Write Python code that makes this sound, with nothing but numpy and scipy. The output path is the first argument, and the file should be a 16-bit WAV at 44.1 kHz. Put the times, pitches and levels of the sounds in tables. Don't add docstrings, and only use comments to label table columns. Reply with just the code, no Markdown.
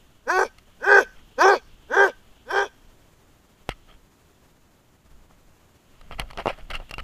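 import sys
import numpy as np
from scipy import signal
from scipy.fft import rfft, irfft, next_fast_len
from scipy.io import wavfile
from scipy.ndimage import uniform_filter1d, map_coordinates

SR = 44100
rng = np.random.default_rng(int(sys.argv[2]) if len(sys.argv) > 2 else 0)


def dump_mix(stems):
    frames = np.atleast_2d(stems).T
    limited = np.clip(frames, -1, 1)
    pcm = np.round(limited * 32767).astype(np.int16)
    wavfile.write(sys.argv[1], SR, pcm)


N = 310023

# time_s, pitch_hz, effort_db
BARKS = [
    [(.25, 219.2, -76), (.276, 245.1, -29.5), (.302, 327.3, -18.5), (.33, 365.2, -20.5), (.38, 379.7, -17),
     (.43, 379.6, -18), (.447, 303, -28.5), (.465, 228.8, -37.5), (.49, 179.2, -58)],
    [(.8, 185.3, -53.5), (.836, 283, -29.5), (.86, 364.7, -24.5), (.885, 412.7, -19), (.92, 398, -13),
     (.99, 392.7, -12.5), (1.01, 314.5, -21), (1.032, 230.7, -32.5), (1.06, 182.8, -64)],
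    [(1.365, 220.1, -70.5), (1.387, 259.5, -22), (1.417, 329.1, -12), (1.445, 379.6, -11),
     (1.47, 379, -10.5), (1.505, 405.2, -13), (1.538, 375, -14.5), (1.572, 242, -32), (1.605, 191.4, -62.5)],
    [(1.885, 190.4, -57), (1.915, 251.8, -26.5), (1.943, 324.2, -21), (1.97, 388.2, -16.5),
     (2.0, 396.1, -12.5), (2.045, 392.8, -14), (2.07, 364.5, -20), (2.1, 260.8, -33.5),
     (2.125, 195.5, -61.5)],
    [(2.45, 205, -64), (2.484, 254, -40.5), (2.512, 329.7, -26.5), (2.535, 387, -24.5), (2.58, 396, -18),
     (2.633, 393.7, -23), (2.663, 281.2, -37), (2.69, 196, -62)],
]
# time_s, hoarseness_before, hoarseness_after (both 0 to 1)
VOICE_BREAKS = [(.381, .04, .65), (.886, .12, .72), (1.446, .1, .48), (1.958, .1, .58), (2.523, .15, .7)]
# centre_hz, width_hz, gain_db
THROAT = [(416, 136, 6.5), (566, 320, 4)]
MOUTH = [(904, 420, 2), (1158, 320, 5), (1292.5, 170, 4.5)]
TEETH = [(2426, 200, 1), (2930, 1200, -7), (3264, 170, -1.4)]
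BREATH = [(4610, 550, -1), (5600, 310, 2), (6170, 300, -0.5), (6840, 500, -7), (7600, 480, -5),
          (8970, 940, -8.5), (11050, 1200, -7.5), (13200, 1200, -11)]
# centre_hz, width_hz, gain_db
MID_RING = [(1527.5, 180, 4), (1984, 260, -6)]
# mouth_db, mid_ring_db, low_teeth_db, high_teeth_db, breath_db
BARK_COLOURS = [(1, 0.5, 0.5, -7, 1), (-1.9, 4, -0.3, -4, -1), (0.99, -3, 0.8, -1.85, 1),
                (-1.4, 1.5, -5, -0.5, -4.5), (0.73, 0.5, 2.5, 6, 2)]
# pitch_hz, throat_db, mouth_db, mid_ring_db, teeth_db, breath_db
JAW_OPENING = [(201.4, -3.5, -6, -9, -18, -18.5), (250, -0.5, -14, -11, -27, -27),
               (325, -13.5, -4, -2, -24, -19.5), (370, -9, -6, -7, -19.5, -22),
               (393, -2.5, -1.5, -4.5, -19.5, -27)]
JAW_CLOSING = [(180, -5.5, -12.5, -5, -0.32, -8.5), (240, 1.5, -12.5, -17, -9, -13),
               (370, -5.5, -6, -7.5, -27, -22), (405, -4.5, -5.5, -3, -23, -25.5)]
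# start_s, snap_db, crack_db, treble_db_per_octave, latch_db
KNOCKS = [(.584, -66, -39, 4, -60), (3.6908, -8, -13.5, 1, -38), (5.31, -43.5, -46, -16, -69.5),
          (6.012, -48.5, -40.5, -1, -63), (6.111, -26.5, -25, -15.5, -54), (6.1968, -21, -12.5, 0.5, -48),
          (6.3023, -42, -36, -1.5, -59), (6.3094, -34, -30, -0.5, -56), (6.3321, -30, -35, 0, -61),
          (6.374, -33, -23, -8, -50), (6.4579, -4.5, -33.5, -5, -33), (6.4702, -4, -21, -3.5, -51),
          (6.4788, -4, -36, -9, -22), (6.587, -32, -48, 4, -70), (6.703, -42, -28, 1, -48),
          (6.753, -41, -24, 2, -29), (6.529, -32, -38, -10, -58), (6.801, -27, -38.5, -10, -50),
          (6.894, -40, -40, 3.24, -40), (6.91, -26.5, -27, 1.1, -31), (6.939, -42, -26, 1.2, -22.5),
          (6.9818, -17.5, -22, -3, -45)]
# centre_hz, width_hz, gain_db
CASE = [(654, 270, -3), (1274, 140, 4.5), (2100, 510, 0), (2839, 330, 1.5), (3270, 170, -1.5),
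        (4260, 530, -6), (5600, 1000, -13.5), (7500, 2300, -14), (11500, 12000, -17.5)]
# pitch_hz, fade_s, after_ring_share, after_ring_fade_s (a fade is a drop of 60 dB)
LATCH_RING = (2770, .025, .12, .12)
# start_s, length_s, low_creak_db, high_creak_db, squeak_hz
RUBS = [(1.139, .098, -61.5, -59.5, 3130), (3.692, 0.049, -60, -42.5, 2100), (3.874, 0.1, -64, -57.5, 3190),
        (6.11, 0.049, -48.5, -45, 3100), (6.18, 0.05586, -38.5, -41, 2110),
        (6.301, 0.017, -51, -51.5, 2800), (6.376, 0.05505, -29, -38.5, 2700),
        (6.456, .03, -27.5, -65, 2700), (6.475, 0.049, -28, -31, 2450), (6.501, .06, -54, -51, 1900),
        (6.574, 0.03, -48.5, -66, 2200), (6.699, 0.031, -38, -33.5, 2095),
        (6.731, 0.052, -45.5, -31.5, 2820), (6.792, 0.023, -60, -61, 2400),
        (6.922, 0.034, -43.5, -68, 2800), (6.989, 0.02, -43, -35.5, 2910)]
# time_s, level_db
BUFFET_LEVELS = [(0.0, -59), (0.45, -53.5), (1.66, -55), (2.64, -56.5), (3.5, -63.5), (3.8, -54.5),
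                 (4.15, -65), (5, -60.5), (5.15, -54), (5.87, -65), (5.97, -50.5), (6.21, -38), (6.6, -38),
                 (6.81, -36), (6.89, -51), (7.03, -36.5)]
# frequency_hz, level_db
BUFFET_TONE = [(10, -3.5), (25, -1.5), (50, -10.5), (100, -24), (200, -26), (400, -45), (800, -80)]
# frequency_hz, fade_s
ECHO_FADES = [(300, 0.12), (1500, 0.27), (5000, 0.82)]
# frequency_hz, level_db
HUSH_TONE = [(35, -36), (60, -1.5), (408, -11), (448, -12.5), (527, -14.5), (621, -13.5), (682, -15.5),
             (991, -16.5), (1250, -18), (2250, -23), (5460, -29), (6900, -25.5), (8710, -32), (14600, -32),
             (16000, -43.5)]
# time_s, level_db
FLUTTER_LEVELS = [(0.0, -70), (1.1, -66.5), (2.4, -66), (3.4, -80.5), (3.8, -67.5), (4.1, -80), (5.3, -82),
                  (6.3, -66.5), (7.03, -65)]

DOG_SAMPLES = 3 * SR
FLAP_RATIO = 1.36
CRACK_FADE_S, DOUBLINGS_PER_DB = .016, .2
THUMP_DB, SHAKE_DB, SQUEAK_DB = -11.5, -15, -.5
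GRIP_DB = (-22.5, -21.5)
ECHO_DB, HUSH_DB, TOP_HZ = -29.5, -59, 15500


def dog():
    pitch_hz, effort_db = [curve[:DOG_SAMPLES] for curve in curves(np.vstack(BARKS))]
    hoarse, levels_db = bark_shape(pitch_hz)
    pulses, overtones, hiss, chest = vocal_folds(pitch_hz, hoarse)
    throat, mouth, mid_ring, low_teeth, high_teeth, breath = amp(levels_db)
    throat_ring = filtered(pulses, lambda hz: twice(THROAT)(hz) * above(hz, 220))
    voice = throat * (steady(throat_ring, .023) + chest)
    voice += mouth * steady(filtered(pulses, twice(MOUTH)), .03)
    voice += mid_ring * steady(filtered(pulses, twice(MID_RING)), .02)
    for gain, hiss_share, table, edge_hz in [(low_teeth, .02 + .3 * hoarse, TEETH[:1], 2100),
                                             (high_teeth, .1 + .3 * hoarse, TEETH[1:], 2500),
                                             (breath, .3, BREATH, 3500)]:
        voice += gain * steady(tongue_and_lips(overtones + hiss_share * hiss, table, edge_hz), .03)
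    return np.pad(voice * amp(effort_db), (0, N - DOG_SAMPLES)) * sounding(BARKS, fade_s=.01)


def vocal_folds(pitch_hz, hoarse):
    drift = lambda per_s: wobble(per_s, count=DOG_SAMPLES)
    phase = 2 * np.pi * np.cumsum(pitch_hz * (1 + .022 * hoarse * drift(45))) / SR
    phase += .4 * hoarse * drift(330)
    tones = [np.cos(k * phase) / k for k in range(1, 25)]
    rattle = unit(drift(700) * (1 + np.cos(phase)))
    flap_hz = FLAP_RATIO * pitch_hz * (1 + .05 * drift(60))
    flap = np.cos(2 * np.pi * np.cumsum(flap_hz) / SR) * amp(4.5 * drift(40))
    strength = 1 + hoarse * (.45 * drift(250) + .55 * flap + .18 * drift(25) * np.cos(phase / 2))
    pulses = sum(tones[:8]) * strength + hoarse * (.7 * rattle + .3 * flap)
    overtones = sum(tones[4:]) * strength
    hiss = rng.standard_normal(DOG_SAMPLES) * (1 + .5 * np.cos(phase)) * amp(2.9 * drift(150))
    chest = amp(-9) * tones[0] * np.clip(2.6 - pitch_hz / 160, .15, 1)
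    return pulses, overtones, hiss, chest


def bark_shape(pitch_hz):
    hoarse, levels_db = np.zeros(DOG_SAMPLES), np.zeros((6, DOG_SAMPLES))
    for bark, (break_s, clean, rough), colour_db in zip(BARKS, VOICE_BREAKS, BARK_COLOURS):
        start, turn = round(bark[0][0] * SR), round(break_s * SR)
        hoarse[start:], hoarse[turn:] = clean, rough
        levels_db[:, start:] = jaw(pitch_hz[start:], JAW_OPENING)
        levels_db[:, turn:] = jaw(pitch_hz[turn:], JAW_CLOSING)
        levels_db[1:, start:] += np.array(colour_db)[:, None]
    tension = np.clip((pitch_hz - 150) / 200, .3, 1)
    return uniform_filter1d(hoarse, SR // 200) * tension, uniform_filter1d(levels_db, SR // 100, axis=1)


def jaw(pitch_hz, rows):
    row_hz, *columns = np.transpose(rows)
    throat, mouth, mid_ring, teeth, breath = [np.interp(pitch_hz, row_hz, db) for db in columns]
    return np.array([throat, mouth, mid_ring, teeth, teeth, breath])


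def tongue_and_lips(sound, table, edge_hz, sway=.03):
    out = 0
    for centre_hz, width_hz, gain_db in table:
        blend = np.clip(.5 + .4 * wobble(14, count=len(sound)), 0, 1)
        rings = [twice([(centre_hz * (1 + shift), width_hz, gain_db)]) for shift in (-sway, sway)]
        low, high = [filtered(sound, lambda hz: ring(hz) * above(hz, edge_hz)) for ring in rings]
        swell = amp(4 * wobble(22, count=len(sound)))
        out += swell * (np.sqrt(1 - blend) * low + np.sqrt(blend) * high)
    return out


def knocks():
    out, t = np.zeros(N + SR), np.arange(SR // 10) / SR
    fade = lambda fade_s: amp(-60 * t / fade_s)
    sine = lambda hz: np.sin(2 * np.pi * hz * t)
    snap = -np.sin(2 * np.pi * np.clip(800 * t, 0, 1)) * (.33 + 300 * t)
    snap += .033 * filtered(snap, resonances(CASE))
    latch_hz, ring_s, after_share, after_s = LATCH_RING
    latch = sine(latch_hz) * (fade(ring_s) + after_share * fade(after_s)) * (1 - np.exp(-t / .00073))
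    jolt = amp(THUMP_DB) * sine(120) * fade(.037) + amp(SHAKE_DB) * sine(45) * fade(.17)
    for start_s, snap_db, crack_db, treble_db, latch_db in KNOCKS:
        burst = rng.standard_normal(len(t)) * fade(CRACK_FADE_S * 2 ** (DOUBLINGS_PER_DB * treble_db))
        treble = lambda hz: amp(treble_db * np.log2(1 + hz / 1500)) / (1 + (hz / 11000) ** 4)
        crack = filtered(burst, lambda hz: resonances(CASE)(hz) * treble(hz))
        crack /= np.abs(crack).max()
        knock = amp(snap_db) * snap + amp(crack_db) * (crack + jolt) + amp(latch_db) * latch
        out[round(start_s * SR):][:len(t)] += knock
    return out[:N]


def rubbing():
    low, high = [amp(curves(BUFFET_LEVELS)[0] + db + 4 * wobble(25)) for db in GRIP_DB]
    squeak = np.zeros(N)
    for start_s, length_s, low_db, high_db, squeak_hz in RUBS:
        span = slice(round(start_s * SR), round((start_s + length_s) * SR))
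        t = np.arange(len(low[span])) / SR
        stroke = np.sin(np.pi * np.linspace(0, 1, len(t)) ** .7) ** 1.87
        low[span] += amp(low_db) * stroke
        high[span] += amp(high_db) * stroke
        squeak[span] += amp(high_db + SQUEAK_DB) * stroke * np.sin(2 * np.pi * squeak_hz * t)
    return squeak * wobble(350) + low * creak(CASE[:1], 2200, 2) + high * creak(CASE[1:], 3500, 1.6)


def creak(table, dull_above_hz, steepness):
    slips = rng.standard_normal(N) * amp(3.5 * wobble(300) + 1.5 * wobble(50))
    tone = lambda hz: resonances(table)(hz) / (1 + 1j * hz / dull_above_hz) ** steepness
    return unit(filtered(slips, tone))


def buffeting():
    return amp(curves(BUFFET_LEVELS)[0] + wobble(36) + 3 * wobble(7)) * noise(BUFFET_TONE)


def house_echo(sound, delay_s=.07):
    bands_hz, t, bands = signal.stft(rng.standard_normal(SR // 2), SR, nperseg=256)
    fades = amp(-60 * t / along(ECHO_FADES, bands_hz)[:, None])
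    tail = signal.istft(bands * fades, SR, nperseg=256)[1]
    delayed = np.pad(sound, (int(delay_s * SR), 0))
    echo = signal.fftconvolve(delayed, tail / np.linalg.norm(tail))[:N]
    echo *= amp(3 * wobble(7.3))
    return filtered(echo, lambda hz: hz ** 2 / (hz ** 2 + 700 ** 2))


def distant_hush():
    return amp(HUSH_DB + .8 * wobble(2.7) + 1.1 * wobble(46)) * noise(HUSH_TONE)


def fluttering_hiss():
    band = unit(filtered(rng.standard_normal(N), twice([(3040, 1100, 0)])))
    return band * amp(curves(FLUTTER_LEVELS)[0] + 2.5 * wobble(18))


def amp(db):
    return 10 ** (np.asarray(db) / 20)


def unit(sound):
    return sound / np.sqrt(np.mean(sound ** 2) + 1e-20)


def steady(sound, span_s):
    return sound / np.sqrt(np.abs(uniform_filter1d(sound ** 2, int(span_s * SR))) + 1e-12)


def along(points, hz):
    point_hz, values = np.transpose(points)
    return np.interp(np.log(hz + 1), np.log(point_hz + 1), values)


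def curves(rows):
    times_s, *columns = np.transpose(rows)
    return [np.interp(np.arange(N) / SR, times_s, column) for column in columns]


def sounding(tables, fade_s):
    t = np.arange(N) / SR
    inside = np.any([(t >= rows[0][0]) & (t <= rows[-1][0]) for rows in tables], axis=0)
    return uniform_filter1d(inside * 1., int(fade_s * SR))


def wobble(per_s, count=N):
    points = rng.standard_normal(int(count * per_s / SR) + 4)
    return map_coordinates(points, [np.arange(count) * per_s / SR])


def noise(tone):
    return unit(filtered(rng.standard_normal(N), lambda hz: amp(along(tone, hz))))


def filtered(sound, response):
    size = next_fast_len(len(sound) + SR // 4)
    return irfft(rfft(sound, size) * response(np.fft.rfftfreq(size, 1 / SR)), size)[:len(sound)]


def resonances(table):
    return lambda hz: sum((-1) ** k * amp(db) * 1j * hz * width / (centre**2 - hz**2 + 1j * hz * width)
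                          for k, (centre, width, db) in enumerate(table))


def twice(table):
    return lambda hz: resonances(table)(hz) ** 2


def above(hz, edge_hz):
    return hz ** 4 / (hz ** 4 + edge_hz ** 4)


def scene():
    barks = dog()
    echo = amp(ECHO_DB) * house_echo(barks)
    return (barks + echo + knocks() + rubbing() + distant_hush() + fluttering_hiss() + buffeting())[None]


def record(dry):
    return filtered(dry[0], lambda hz: hz < TOP_HZ)[None]


dry = scene()
out = record(dry)
dump_mix(out)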